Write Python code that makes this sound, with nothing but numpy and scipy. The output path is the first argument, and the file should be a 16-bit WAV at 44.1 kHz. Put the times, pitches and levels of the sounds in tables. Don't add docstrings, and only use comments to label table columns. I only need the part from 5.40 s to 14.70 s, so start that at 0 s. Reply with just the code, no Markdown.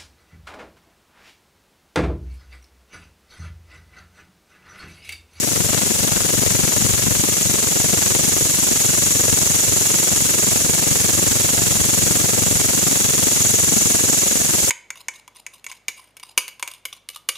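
import sys
import numpy as np
from scipy import signal
from scipy.fft import rfft, irfft, next_fast_len
from scipy.io import wavfile
from scipy.ndimage import map_coordinates

SR = 44100
rng = np.random.default_rng(int(sys.argv[2]) if len(sys.argv) > 2 else 0)


def bounce(signal):
    frames = np.transpose(np.atleast_2d(signal))
    limited = np.clip(frames, -1, 1)
    pcm = np.round(limited * 32767).astype(np.int16)
    wavfile.write(sys.argv[1], SR, pcm)


N = 410130


def amp(db):
    return 10 ** (np.asarray(db) / 20)


def unit(x):
    return x / np.sqrt(np.mean(x ** 2) + 1e-20)


def curves(rows):
    s, *cols = np.transpose(rows)
    return [np.interp(np.arange(N) / SR, s, c) for c in cols]


def swings(rows):
    db, = curves(rows)
    return db - db.mean()


def wobble(rate):
    return map_coordinates(rng.standard_normal(int(N * rate / SR) + 4), [np.arange(N) * rate / SR])


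def filtered(x, response):
    size = next_fast_len(N + 8192)
    return irfft(rfft(x, size) * response(np.fft.rfftfreq(size, 1 / SR)), size)[..., :N]


def coloured(x, spectrum):
    points_hz, db = np.transpose(spectrum)
    return unit(filtered(x, lambda hz: amp(np.interp(np.log(hz + 1), np.log(points_hz), db))))


def noise(spectrum):
    return coloured(rng.standard_normal(N), spectrum)


def ring(x, modes, direct=0):
    def body(f):
        return direct + sum(amp(db) * 1j * f * width / (centre ** 2 - f * f + 1j * f * width)
                            for centre, width, db in modes)
    return unit(filtered(x, body))


def per_beat(beats):
    return rng.standard_normal(N // 1000)[np.floor(beats + .25).astype(int) + 1]


def swell(beats, place, length):
    return np.exp(-.5 * (((beats - place + .5) % 1 - .5) / length) ** 2)


# time in seconds, wing beats a second.
WING_PACE = [(0, 23.302), (1.2, 23.244), (4.3, 22.754), (7.5, 22.401), (8.2, 22.124), (9.3, 21.905)]


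def wing_cycle(start=-.632, stumble=.009):
    return start + np.cumsum(curves(WING_PACE)[0]) / SR + stumble * wobble(10)


# place and length as shares of the beat,
# strength on the air in dB, strength on the file in dB.
WING_PUSHES = [(.135, .065, 0, -.5), (.265, .058, -3.5, -3), (.43, .055, -3, -4), (.515, .03, -4, -6),
               (.83, .04, -14, -9), (.96, .04, -11, -7)]
LULL_DB = -24


def pushes(beats):
    power = amp(LULL_DB) ** 2
    for place, length, air_db, file_db in WING_PUSHES:
        power = power + (amp([[air_db], [file_db]]) * swell(beats, place, length)) ** 2
    return 10 * np.log10(power)


# start and end as shares of the beat,
# first and last tooth rate in Hz, left and right level in relative dB.
SCRAPER_RUNS = [(.01, .14, 5850, 6250, -5, -14), (.1, .22, 6350, 6900, -11, -6),
                (.21, .36, 7020, 7480, -7, 0), (.33, .47, 7900, 7250, -16, -5),
                (.35, .41, 6700, 5900, -8, -14), (.385, .47, 5550, 5800, -6, -7),
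                (.435, .51, 5850, 6600, -5, -12), (.46, .55, 6480, 6680, -9, -1),
                (.48, .63, 6720, 6860, -1, -4), (.62, .73, 6650, 5950, -6, -16),
                (.77, .89, 6100, 5950, -7, -18), (.9, 1.04, 6400, 6830, -5.5, -5)]
# pitch in Hz, width in Hz, relative dB.
WING_LEFT = [(5570, 130, -5), (5850, 220, -3), (6120, 280, -1), (6780, 140, 2), (7200, 180, -4),
             (7460, 180, -4), (7830, 250, -4)]
WING_RIGHT = [(5570, 150, -5), (6540, 110, 0), (6800, 130, 1.5), (7220, 130, 0), (7450, 120, 0),
              (7800, 240, 0)]
# pitch in Hz, width in Hz, relative dB.
EARLY_MODE = [(7190, 170, 0)]
# time in seconds, left port in dB, right port in dB.
SONG_LEVEL = [(0, -30.5, -30), (1.1, -23, -27.5), (2.6, -23, -23), (3.9, -21, -20.5), (5.2, -24, -21),
              (7.5, -25.5, -20.5), (8.3, -19.5, -19), (9.3, -25.5, -20.5)]
EARLY_DB, EARLY_FADE_S = -3, 2.0
RUN_EASE = 1.7
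RUN_PITCH, RUN_DB, RUN_SHIFT = .007, 1.1, .006
IN_PHASE_HZ, PORT_LAG_S = 6450, .0004
WING_DIRECT, RING_UP = .2, .025


def song(beats):
    chirps = np.zeros((2, N))
    for start, end, first_hz, last_hz, left_db, right_db in SCRAPER_RUNS:
        own = beats + RING_UP - start
        place = (own + .22) % 1 - .25 + RUN_SHIFT * per_beat(own)
        u = np.clip(place / (end - start), 0, 1)
        rate = last_hz + (first_hz - last_hz) * (1 - u) ** RUN_EASE
        rate = rate * (1 + RUN_PITCH * per_beat(own))
        strength = np.sin(np.pi * u) * amp(RUN_DB * per_beat(own))
        phase = 2 * np.pi * np.cumsum(rate) / SR
        lag = 2 * np.pi * (rate - IN_PHASE_HZ) * PORT_LAG_S
        chirps += amp([[left_db], [right_db]]) * strength * np.sin([phase, phase - lag])
    early = amp(EARLY_DB) * np.exp(-np.arange(N) / SR / EARLY_FADE_S)
    ports = [ring(port, wing, WING_DIRECT) + early * ring(port, EARLY_MODE)
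             for port, wing in zip(chirps, (WING_LEFT, WING_RIGHT))]
    return amp(curves(SONG_LEVEL)) * np.array(ports)


# time in seconds, left port in dB, right port in dB.
RING_LEVEL = [(0, -23, -52), (1.1, -31, -34), (2.8, -31, -25.5), (9.3, -32.5, -24.5)]


def ringing():
    skips = rng.standard_normal(N) * amp(2 * wobble(400))
    return amp(curves(RING_LEVEL)) * np.array([ring(skips, WING_LEFT), ring(skips, WING_RIGHT)])


# pitch in Hz, width in Hz, place and length as
# shares of the beat, left and right level in relative dB, share of the beaming.
UPPER_FLARES = [(10120, 300, .06, .05, -1, -4, .7), (7850, 150, .06, .04, -2, 2, 0),
                (8850, 300, .16, .03, 0, 2, .2), (10950, 200, .13, .05, -4, -6, 1),
                (10050, 200, .29, .04, 1, -3, 1), (8800, 400, .365, .016, 2, 3, .3),
                (11080, 200, .425, .04, 5, 0, 1), (10110, 220, .84, .065, -1, -5, .8),
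                (8750, 300, 1, .04, -3, -2, .2)]
# time in seconds, their level at the ports in relative dB.
BEAM = [(0, -6), (2.7, -6), (3.3, 1), (4.2, 1.5), (5.2, -1), (7.4, -1.5), (8, 2.5), (9.3, -0.5)]
FLARE_DB, FLARE_LAG = -27, 2.3


def flares(beats):
    out, (beam_db,) = np.zeros((2, N)), curves(BEAM)
    for hz, width, place, length, left_db, right_db, beaming in UPPER_FLARES:
        phase = 2 * np.pi * np.cumsum(hz + width / 2 * wobble(700)) / SR
        level_db = beaming * beam_db + 2 * wobble(250) + 2 * wobble(14)
        level = amp(level_db) * swell(beats, place, length)
        out += level * amp([[left_db], [right_db]]) * np.sin([phase, phase - FLARE_LAG])
    return amp(FLARE_DB) * unit(out)


def nearby(x, count=7, first_s=.0012, last_s=.008, gain=.22):
    copies = np.zeros((2, N))
    for pair in rng.uniform(first_s, last_s, (count, 2)):
        copies += np.array([np.roll(port, int(s * SR)) for port, s in zip(x, pair)])
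    return (x + gain * copies) / np.sqrt(1 + count * gain ** 2)


# pitch in Hz, relative dB.
RASP_LEFT = [(300, -4), (1200, -12.5), (2200, -5), (5300, -2.5), (6200, 3.5), (7600, 2.5), (8100, -4),
             (9000, 1), (9400, -0.5), (12200, -2.5), (12700, -3), (15500, -11.5)]
RASP_RIGHT = [(300, -33), (1200, -17.5), (2200, -3), (5000, 1), (6200, 4.5), (7700, 7.5), (8250, 6),
              (8900, -1), (9400, 5), (10100, 3.5), (15500, -6)]
# time in seconds, effort in dB, of which only the swings count.
EFFORT = [(0.0, -21), (0.05, -19), (1.09, -14), (3.94, -11), (6.89, -12), (8.57, -10.5), (8.96, -13.5),
          (9.3, -8)]
RASP_DB, RASP_SWING = -19, .23
RASP_GRIP = .11


def rasp(file_db, right_db=-1):
    grip = unit(amp(RASP_GRIP * file_db + .7 * wobble(1500) + .35 * wobble(16)))
    hiss = grip * np.array([noise(RASP_LEFT), amp(right_db) * noise(RASP_RIGHT)])
    return amp(RASP_DB + RASP_SWING * swings(EFFORT)) * nearby(hiss)


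# pitch in Hz, relative dB.
SCRAPE_COLOUR = [(300, -6), (900, 0), (1800, 0), (4500, -2), (7000, -10), (12000, -22)]
SCRAPE_DB = -28.5


def scrape(file_db, catches=2200, right_db=-5.0):
    clicks = (rng.random((2, N)) < catches / SR) * rng.standard_normal((2, N))
    return amp(SCRAPE_DB) * coloured(amp(file_db) * clicks, SCRAPE_COLOUR) * amp([[0], [right_db]])


# pitch in Hz, relative dB.
FLUTTER_COLOUR = [(20, -31), (40, -38), (65, -13.5), (110, -2.5), (200, -1.5), (330, -4.5), (600, -10.5),
                  (1000, -19.5), (1500, -20.5), (2200, -26), (3500, -38.5)]
FLUTTER_DB = -22.5


def flutter(beats, air_db, right_db=-11.0):
    push = unit(amp(air_db + .5 * per_beat(beats) + 1.8 * wobble(400)))
    eddies = push * np.array([noise(FLUTTER_COLOUR), noise(FLUTTER_COLOUR)])
    return amp(FLUTTER_DB) * eddies * amp([[0], [right_db]])


# place as a share of the beat, middle width in seconds,
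# relative strength (push + or pull -).
WING_JOLTS = [(.125, .001, 1), (.22, .0019, -1), (.275, .0006, .3), (.465, .0014, -.6), (.55, .0018, .9)]
# time in seconds, level in dB, of which only the swings count.
JOLT_LEVEL = [(0.0, -43), (0.07, -34), (0.15, -31.5), (0.33, -26.5), (0.39, -44), (0.62, -31),
              (1.55, -29.5), (1.6, -34), (1.68, -25), (1.76, -33), (1.94, -33), (1.99, -42), (2.1, -30),
              (2.33, -38), (2.38, -46), (2.41, -34), (3.16, -35.5), (7.38, -30), (7.41, -42.5), (8.26, -32),
              (9.12, -42.5), (9.3, -31)]
JOLT_DB, JOLT_RIGHT_DB = -28, -25.5


def jolts(beats, scatter=.008, uneven_db=5, drift_db=2, stretch=.3):
    out = np.zeros(N)
    pace = np.gradient(beats) * SR
    for place, width, push in WING_JOLTS:
        away = (beats - place + scatter * per_beat(beats) + .5) % 1 - .5
        u = away / pace / (width * np.exp(stretch * per_beat(beats)))
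        strength = push * amp(uneven_db * np.tanh(per_beat(beats)) + drift_db * wobble(2.023))
        out += strength * (1 - u * u) * np.exp(-.5 * u * u)
    return amp(JOLT_DB + swings(JOLT_LEVEL)) * unit(out) * amp([[0], [JOLT_RIGHT_DB]])


# time in seconds, level in dB, of which only the swings count.
AIR_LEVEL = [(0.0, -30.5), (0.13, -31), (0.18, -28), (0.31, -30), (0.33, -26.5), (0.54, -30.5), (0.67, -28),
             (2.51, -31.5), (2.54, -27.5), (3.16, -32), (3.29, -30.5), (5.26, -30.5), (5.52, -29.5),
             (8.73, -30.5), (8.81, -36), (8.83, -29), (8.88, -31.5), (9.12, -31), (9.14, -28),
             (9.17, -32.5), (9.27, -33), (9.3, -31)]
STROKE_SWING = .46


def strokes(beats, air_db, file_db):
    out = amp(swings(AIR_LEVEL)) * (scrape(file_db) + flutter(beats, air_db)) + jolts(beats)
    _, right_db = curves(SONG_LEVEL)
    out[1] *= amp(STROKE_SWING * (right_db - right_db.mean()))
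    return out


def leaves(x, t60=.08, echo_db=-13):
    t = np.arange(SR // 5) / SR
    tail = rng.standard_normal((2, len(t))) * amp(-60 * t / t60) * (t > .003)
    return amp(echo_db) * signal.fftconvolve(x, tail / np.linalg.norm(tail[0]), axes=1)[:, :N]


def far_tone(start=6.06, length=.24, first_hz=665, last_hz=705, db=-35.5):
    u = np.clip((np.arange(N) / SR - start) / length, 0, 1)
    phase = 2 * np.pi * np.cumsum(first_hz + (last_hz - first_hz) * u) / SR
    return amp(db) * np.sin(np.pi * u) * np.sin(phase)


# pitch in Hz, relative dB.
NIGHT_COLOUR = [(20, -10), (60, -9), (120, -22), (400, 38), (1000, -42), (4000, -29), (15000, -40)]


def night(db=-47):
    return amp(db) * np.array([noise(NIGHT_COLOUR), noise(NIGHT_COLOUR)])


def scene():
    beats = wing_cycle()
    air_db, file_db = pushes(beats)
    tone = song(beats) + ringing()
    upper = flares(beats)
    buzz = tone + upper + rasp(file_db) + strokes(beats, air_db, file_db)
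    return buzz + leaves(tone + upper) + far_tone() + night()


def record(dry, low_hz=52, overload=.9, top_hz=15600):
    x = filtered(dry, lambda hz: hz ** 3 / np.sqrt(hz ** 6 + low_hz ** 6))
    x = x / (1 + (x / overload) ** 6) ** (1 / 6)
    return filtered(x, lambda hz: hz < top_hz)


dry = scene()
out = record(dry)
bounce(out)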